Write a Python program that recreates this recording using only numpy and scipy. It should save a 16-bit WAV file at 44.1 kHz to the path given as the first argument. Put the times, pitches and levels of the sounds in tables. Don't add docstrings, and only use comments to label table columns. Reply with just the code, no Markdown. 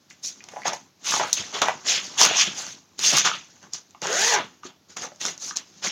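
import sys
import numpy as np
from scipy import signal
from scipy.fft import rfft, irfft, next_fast_len
from scipy.io import wavfile
from scipy.ndimage import uniform_filter1d

SR = 44100
rng = np.random.default_rng(int(sys.argv[2]) if len(sys.argv) > 2 else 0)


def inscribe(sig):
    pcm = np.round(np.clip(np.atleast_2d(sig).T, -1, 1) * 32767)
    wavfile.write(sys.argv[1], SR, pcm.astype(np.int16))


N = 260785


def gain_of(db):
    return 10 ** (np.asarray(db) / 20)


def unit_rms(x):
    return x / np.sqrt(np.mean(x ** 2) + 1e-20)


def unit_energy(x):
    return x / np.linalg.norm(x)


def curve_at(points, hz):
    freq_hz, value = np.transpose(points)
    return np.interp(np.log(hz + 1), np.log(freq_hz + 1), value)


def add(mix, start_s, sound):
    part = mix[max(round(start_s * SR), 0):][:len(sound)]
    part += sound[:len(part)]


def colour(x, spectrum, size=2048):
    hz = abs(np.fft.fftfreq(size, 1 / SR))
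    log_gain = np.log(gain_of(curve_at(spectrum, hz)))
    taps = np.fft.ifft(np.exp(np.conj(signal.hilbert(log_gain)))).real
    return signal.fftconvolve(x, taps)[:len(x)]


def drift(cutoff_hz):
    size = next_fast_len(N)
    lowpass = np.exp(-(np.fft.rfftfreq(size, 1 / SR) / cutoff_hz) ** 2)
    return unit_rms(irfft(rfft(rng.standard_normal(size)) * lowpass, size)[:N])


def wandering_contact(x, depth_db):
    bands = signal.stft(x, nperseg=512)[2]
    patches = uniform_filter1d(rng.standard_normal(bands.shape), size=7, axis=0)
    patches = uniform_filter1d(patches, size=5, axis=1)
    return signal.istft(bands * gain_of(depth_db * unit_rms(patches)), nperseg=512)[1][:N]


def friction(spectrum, slips_per_s, spread_db, slide, grip_db, grip_hz, patch_db):
    sizes = gain_of(spread_db * np.minimum(rng.exponential(1, N), 3.5))
    slips = sizes * rng.choice([-1, 1], N) * (rng.random(N) < slips_per_s / SR)
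    drive = unit_rms(slips) + slide * rng.standard_normal(N)
    drive *= gain_of(grip_db * drift(grip_hz))
    return unit_rms(colour(wandering_contact(drive, patch_db), spectrum))


# time_s, level_db
CLOTHES = [(0, -74), (.35, -56.5), (.78, -59), (.95, -81), (1.04, -49), (1.45, -41.5), (1.8, -51),
           (2.14, -42.5), (2.68, -43), (2.87, -67), (3.4, -55), (3.88, -67.5), (4.46, -57.5), (4.57, -72.5),
           (4.83, -78.5), (5.1, -62), (5.65, -60), (5.91, -51)]


def clothes_envelope():
    return gain_of(np.interp(np.arange(N) / SR, *np.transpose(CLOTHES)))


# start_s, rise_s, hold_s, hiss_db, rasp_db, flex_db, sizzle_db
STROKES = [(0.089, 0.017, 0.0089, -49.5, -60, -60, 4), (0.22, 0.021, 0.051, -33.5, -48, -56.5, 7.5),
           (0.463, 0.059, 0.11, -55.5, -60.5, -51, 18), (0.641, 0.027, 0.0095, -30, -30.5, -24.5, -3),
           (0.726, 0.0086, 0.0025, -34, -61, -61, 9), (1.031, 0.045, 0.11, -27, -30, -33.5, 8),
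           (1.193, .005, 0.038, -37, -36.5, -25, -8), (1.23, 0.023, 0.076, -43, -45, -59, 15),
           (1.324, 0.01, .015, -30, -45, -51, 0), (1.363, 0.0074, 0.033, -32.5, -31.5, -41.5, 2),
           (1.524, 0.021, 0.044, -37, -33.5, -32, 4), (1.613, 0.0054, 0.0036, -23.5, -29, -18, -19),
           (1.64, 0.017, 0.05, -42, -41.5, -29, 11), (1.828, 0.028, .01, -43, -45.5, -33.5, -9),
           (1.848, 0.038, 0.045, -21, -25, -33, -12), (1.928, 0.023, 0.018, -26, -26.5, -33.5, -13),
           (2.014, 0.02, 0.034, -40.5, -46, -46, 8), (2.167, 0.041, 0.041, -15.5, -19.5, -21.5, 4),
           (2.26, 0.032, 0.068, -34, -27, -29.5, -3.5), (2.331, 0.064, 0.024, -18, -20.5, -33.5, -7),
           (2.435, 0.027, 0.026, -36.5, -30, -37.5, -1.5), (2.535, 0.053, 0.037, -32.5, -42, -39.5, 6),
           (2.64, .025, 0.062, -44.5, -48, -50.5, 10), (2.974, 0.025, 0.014, -33, -38, -45, 6),
           (2.988, 0.063, 0.059, -19.5, -26, -34, 4), (3.11, 0.026, 0.016, -22, -23.5, -23, 6),
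           (3.144, 0.021, 0.034, -21.5, -23.5, -38, -14), (3.239, 0.013, 0.016, -21, -20, -23, -25),
           (3.303, 0.03, 0.02, -40.5, -33, -39.5, -25), (3.605, 0.029, 0.0083, -55, -59.5, -49.5, -1),
           (3.716, 0.032, .008, -35, -46.5, -45.5, -12), (4.012, 0.019, 0.11, -35.5, -37.5, -30.5, 3),
           (4.034, 0.19, 0.12, -22.5, -27.5, -36, 6), (4.344, 0.033, 0.015, -52, -31.5, -24.5, -7),
           (4.623, 0.03, 0.015, -45, -46, -42.5, 1), (4.876, 0.029, .012, -47, -58, -53, -1),
           (4.962, 0.005, 0.036, -41, -48, -42.5, -1), (4.996, 0.027, 0.018, -35.5, -42.5, -36, 8),
           (5.196, 0.016, 0.033, -33, -37, -39.5, 7), (5.227, 0.037, 0.036, -34, -40.5, -38, 9),
           (5.379, 0.057, 0.057, -33, -48.5, -47, 4), (5.553, 0.011, 0.0037, -32, -40, -40.5, 0),
           (5.813, .034, 0.026, -29, -30, -33, 4)]


def stroke_envelope(levels_db, fade_db_per_s, sag_db_per_s=19, settle_db=-16, settle_db_per_s=134.5):
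    t, power = np.arange(SR) / SR, np.zeros(N)
    for (start_s, rise_s, hold_s, *_), level_db in zip(STROKES, levels_db):
        held_s = np.clip(t - rise_s, 0, hold_s)
        after_s = np.maximum(t - rise_s - hold_s, 0)
        attack = np.minimum(t / rise_s, 1) ** 1.53
        hold = gain_of(level_db - sag_db_per_s * (held_s - hold_s / 2))
        release_db = np.maximum(-fade_db_per_s * after_s, settle_db - settle_db_per_s * after_s)
        add(power, start_s, (attack * hold * gain_of(release_db)) ** 2)
    return np.sqrt(power)


# freq_hz, gain_db
FIBRE_HISS = [(2500, -39), (3800, -8), (4800, -4.5), (5600, -2), (6500, -1), (7200, -3), (8200, -11),
              (9500, -11), (15500, -26)]
FIBRE_SIZZLE = [(3000, -42), (6500, -15), (8300, 0.5), (10000, -1), (12000, -6.5), (15500, -13)]
EDGE_RASP = [(900, -34.5), (1600, -6.5), (2200, -3.5), (2850, 1), (3200, 1), (3480, 2.5), (3800, -4.5),
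             (4300, -6.5), (6000, -30.5)]
SHEET_FLEX = [(200, -30), (370, -5.5), (560, -0.5), (680, 0.5), (1000, 1.5), (1500, 0), (2200, -5.5),
              (4000, -32)]
CUSHION_BUMP = [(30, -35.5), (65, -28), (110, -1.5), (190, 3), (330, 2), (500, -10), (1000, -39.5)]


def handling(hard_stroke_db=-20, snag_growth=1.2, bump_growth=0.54):
    hiss_db, rasp_db, flex_db, sizzle_db = np.transpose(STROKES)[3:]
    clothes = clothes_envelope()
    hiss = np.hypot(stroke_envelope(hiss_db, fade_db_per_s=347.5), clothes)
    rasp = np.hypot(stroke_envelope(rasp_db, fade_db_per_s=267), gain_of(-6.5) * clothes)
    flex = np.hypot(stroke_envelope(flex_db, fade_db_per_s=298), gain_of(-3) * clothes)
    bump = gain_of(-29.5) * flex ** bump_growth + landing_envelope()
    snag_db = hard_stroke_db + sizzle_db + snag_growth * (hiss_db - hard_stroke_db)
    snag = stroke_envelope(snag_db, fade_db_per_s=499)
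    out = gain_of(-9) * snag * friction(
        FIBRE_SIZZLE, slips_per_s=900, spread_db=3.5, slide=0.6, grip_db=1.6, grip_hz=90, patch_db=1)
    out += gain_of(-0.5) * hiss * friction(
        FIBRE_HISS, slips_per_s=1800, spread_db=0.5, slide=0.94, grip_db=1.06, grip_hz=150, patch_db=2.5)
    out += gain_of(-2) * rasp * friction(
        EDGE_RASP, slips_per_s=1900, spread_db=1, slide=0.6, grip_db=-1.2, grip_hz=90, patch_db=1.5)
    out += gain_of(-3.5) * flex * friction(
        SHEET_FLEX, slips_per_s=900, spread_db=2, slide=0.71, grip_db=1.5, grip_hz=71.3, patch_db=3)
    out += gain_of(-0.3) * bump * friction(
        CUSHION_BUMP, slips_per_s=260, spread_db=4, slide=0.43, grip_db=-0.4, grip_hz=30, patch_db=-1)
    return out


def burst(decay_s, scatter, size=2048):
    t = np.arange(size) / SR
    x = scatter * rng.standard_normal(size) * np.exp(-t / decay_s)
    x[0] += 1
    return unit_energy(x)


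# freq_hz, gain_db
CREASE_CRACK = [(300, -35), (1500, -30), (2800, -19.5), (3600, -7), (5000, -2.5), (6600, 2.5), (8000, -3),
                (10000, -6.5), (15500, -19.5)]
CREASE_BODY = [(40, -34), (90, -23.5), (300, -3), (900, -0.5), (1700, -4), (3000, -2.5), (6000, -26)]
# start_s, level_db, body_offset_db, sizzle_offset_db
SNAPS = [(0.102, -30, -27, -34), (.26, -14, -39, -34), (0.44, -24, -11.5, -31), (.487, -24.5, -4, -33),
         (0.68, -7.5, -29, -30), (.733, -17.5, -17, -30), (1.109, -16, -19, 0), (1.1399, -12, -0.5, -34),
         (1.3298, 3.5, -52, -12.5), (1.6183, -1, -17, -46), (1.683, -20.5, 4.5, -7), (2.189, -17, -24, -30),
         (2.2142, -1.5, -7, -36), (2.2232, -2, -17, -30.5), (2.231, -2, -26, -30), (2.251, 0, -24, -9),
         (2.2614, -2, -5, -39), (2.6665, -18.5, -8.5, -32), (2.9919, -9, -13.5, -32), (3.17, 0, -19, -9),
         (3.1835, 0, -24, -10.5), (3.251, -14, -7.5, -32), (3.628, -38, -4.5, -29), (3.735, -8.5, -27, -40),
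         (3.908, -34.5, -24.5, -31), (4.018, -15, -15.5, -34), (4.070, -10, -5, -38),
         (4.129, -9.5, -11, -30), (4.969, -15, -6.5, -28), (4.974, -18, -10, -33), (5.160, -34, -18, -35),
         (5.214, -16, -8, -25), (5.2528, -6.5, -13.5, -24), (5.2635, -9, -16, -34), (5.283, -14, -4.5, -34),
         (5.378, -22.5, -18, -38), (5.565, -12, -32, -33), (5.57, -4.5, -28, -31)]


def crease_snaps(crack_db=7, body_db=9, sizzle_db=19):
    out = np.zeros(N)
    for start_s, level_db, body_offset_db, sizzle_offset_db in SNAPS:
        crack = colour(burst(decay_s=0.0015, scatter=0.35), CREASE_CRACK)
        sizzle = colour(burst(decay_s=0.0042, scatter=0.35), FIBRE_SIZZLE)
        body = colour(burst(decay_s=0.007, scatter=0.1), CREASE_BODY)
        snap = (gain_of(crack_db) * unit_energy(crack)
                + gain_of(sizzle_db + sizzle_offset_db) * unit_energy(sizzle)
                + gain_of(body_db + body_offset_db) * unit_energy(body))
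        add(out, start_s, gain_of(level_db) * snap)
    return out


# centre_ratio, gain_db
POP_RESONANCE = [(.15, -29), (.45, -20.5), (.7, -2), (1, 6), (1.25, -2.5), (1.6, -22), (2.1, -10.5),
                 (2.8, -14), (7, -44.5)]
# start_s, level_db, centre_hz
POPS = [(0.109, -35.5, 2280), (.406, -34.5, 2440), (0.536, -28, 700), (.562, -25, 800), (.568, -20, 775),
        (0.588, -30, 790), (0.619, -30, 1870), (.634, -30, 2270), (0.655, -13, 796), (0.659, -14.5, 840),
        (0.722, -20, 780), (.734, -17, 830), (.743, -25.5, 790), (1.122, -15, 1410), (1.139, -12.5, 1120),
        (1.167, -17, 910), (1.198, -9.5, 950), (1.206, -14, 700), (1.214, -12, 765), (1.236, -18, 1050),
        (1.62, -7.5, 1070), (1.685, -6, 913), (1.691, -14, 650), (2.214, -7, 1070), (2.249, -12.5, 1180),
        (2.311, -13.5, 640), (3.13, -22.5, 1700), (3.176, -12.5, 1330), (3.262, -9, 1220),
        (3.273, -13, 1260), (3.315, -14, 1250), (3.948, -34, 1010), (4.323, -11.5, 926),
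        (4.342, -11.5, 870), (4.362, -10.5, 1000), (4.634, -28.5, 1300), (4.652, -27, 377),
        (5.044, -26.5, 620), (5.119, -33, 624), (5.252, -20, 1400), (5.51, -23, 1460), (5.844, -23.5, 1520),
        (5.87, -19.5, 2200)]


def sheet_pops(gain_db=13.5):
    out = np.zeros(N)
    for start_s, level_db, centre_hz in POPS:
        resonance = [(centre_hz * ratio, db) for ratio, db in POP_RESONANCE]
        knock = colour(burst(decay_s=0.005, scatter=0.07), resonance)
        add(out, start_s, gain_of(level_db + gain_db) * unit_energy(knock))
    return out


# start_s, level_db, pitch_hz
LANDINGS = [(1.393, -40, 104), (2.47, -46, 200), (3.13, -31.5, 147)]


def cushion_thuds(rise_s=0.0097, gain_db=-1):
    out, t = np.zeros(N), np.arange(SR // 5) / SR
    swell = t / rise_s * np.exp(1 - t / rise_s)
    for start_s, level_db, pitch_hz in LANDINGS:
        add(out, start_s, gain_of(level_db + gain_db) * swell * np.sin(2 * np.pi * pitch_hz * t))
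    return out


def landing_envelope(rise_s=0.0068, gain_db=-2):
    out, t = np.zeros(N), np.arange(SR // 5) / SR
    swell = t / rise_s * np.exp(1 - t / rise_s)
    for start_s, level_db, _ in LANDINGS:
        add(out, start_s, gain_of(level_db + gain_db) * swell)
    return out


# time_s, rib_rate_hz, level_db
PULL = [(4.068, 183.6, -36), (4.10, 202.7, -30.5), (4.14, 268.8, -31), (4.19, 384, -31.5),
        (4.24, 447.3, -29.5), (4.282, 489.6, -28), (4.321, 465.4, -28.5), (4.361, 395.3, -26),
        (4.392, 348, -39), (4.418, 306, -43.5)]
# harmonic, gain_db
RIB_HARMONICS = [(1, -2.5), (2, 3.5), (3, -26.5), (4, -8), (5, -12.5), (6, -10.5), (8, -17)]
# freq_hz, gain_db
STRETCHED_FABRIC = [(180, -28), (300, -11), (390, -2), (520, 2.5), (680, 1.5), (830, -2.5), (1000, -5),
                    (1200, 6), (1550, 14), (2050, 10.5), (2600, 5), (5000, -8)]


def ribbed_pull(rate_jitter=0.055, jitter_hz=260, flutter_db=3.5):
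    t = np.arange(N) / SR
    time_s, rib_rate_hz, level_db = np.transpose(PULL)
    rate_hz = np.interp(t, time_s, rib_rate_hz) * (1 + rate_jitter * drift(jitter_hz))
    ribs_crossed = np.cumsum(rate_hz) / SR + 0.032 * drift(140)
    buzz = sum(gain_of(gain_db + flutter_db * drift(jitter_hz)) * np.cos(2 * np.pi * k * ribs_crossed)
               for k, gain_db in RIB_HARMONICS)
    envelope = gain_of(np.interp(t, time_s, level_db)) * (t > time_s[0]) * (t < time_s[-1])
    return colour(unit_rms(buzz) * envelope, STRETCHED_FABRIC)


# freq_hz, t60_s
ROOM_DECAY = [(150, 0.16), (600, 0.16), (1500, 0.2), (3000, 0.21), (6300, 0.047), (12000, 0.12)]


def room(x, predelay_s=0.003, spacing_samples=20):
    taps = np.zeros(SR // 2)
    slots = np.arange(round(predelay_s * SR), len(taps) - spacing_samples, spacing_samples)
    taps[slots + rng.integers(0, spacing_samples, len(slots))] = rng.choice([-1., 1.], len(slots))
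    hz, t, bands = signal.stft(taps, SR, nperseg=256)
    decay = gain_of(-60 * t / curve_at(ROOM_DECAY, hz)[:, None])
    tail = signal.istft(bands * decay, SR, nperseg=256)[1]
    return signal.fftconvolve(x, unit_energy(tail))[:N]


def scene():
    rubbing = handling() + ribbed_pull()
    impacts = crease_snaps() + sheet_pops() + cushion_thuds()
    reflections = room(gain_of(-14.5) * rubbing + gain_of(-6.5) * impacts)
    return (rubbing + impacts + reflections)[None]


# freq_hz, gain_db
MIC_RESPONSE = [(1000, 0.5), (5500, 1.5), (6500, 4.5), (7200, -2), (7900, -13.5), (9000, -18.5),
                (16000, -14.5)]
# freq_hz, gain_db
STILL_AIR = [(18, -45.5), (30, -25), (64, -15.5), (88, 1), (131, -7), (157, -4), (415, -10.5),
             (486, -10.5), (616, -8), (1100, -11.5), (2290, -15), (5590, -12.5), (6380, -13.5),
             (8520, -35), (12000, -24.5), (16000, -28)]


def record(dry):
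    bass_cut_hz, band_limit_hz, air_db, ceiling = 62, 16200, -64, 0.93
    highpass = signal.butter(4, bass_cut_hz, "high", fs=SR, output="sos")
    heard = signal.sosfilt(highpass, colour(dry[0], MIC_RESPONSE))
    heard += gain_of(air_db) * unit_rms(colour(rng.standard_normal(N), STILL_AIR))
    heard /= (1 + (heard / ceiling) ** 8) ** (1 / 8)
    lowpass = signal.firwin(511, band_limit_hz, window=("kaiser", 9), fs=SR)
    return signal.oaconvolve(heard, lowpass, "same")[None]


dry = scene()
out = record(dry)
inscribe(out)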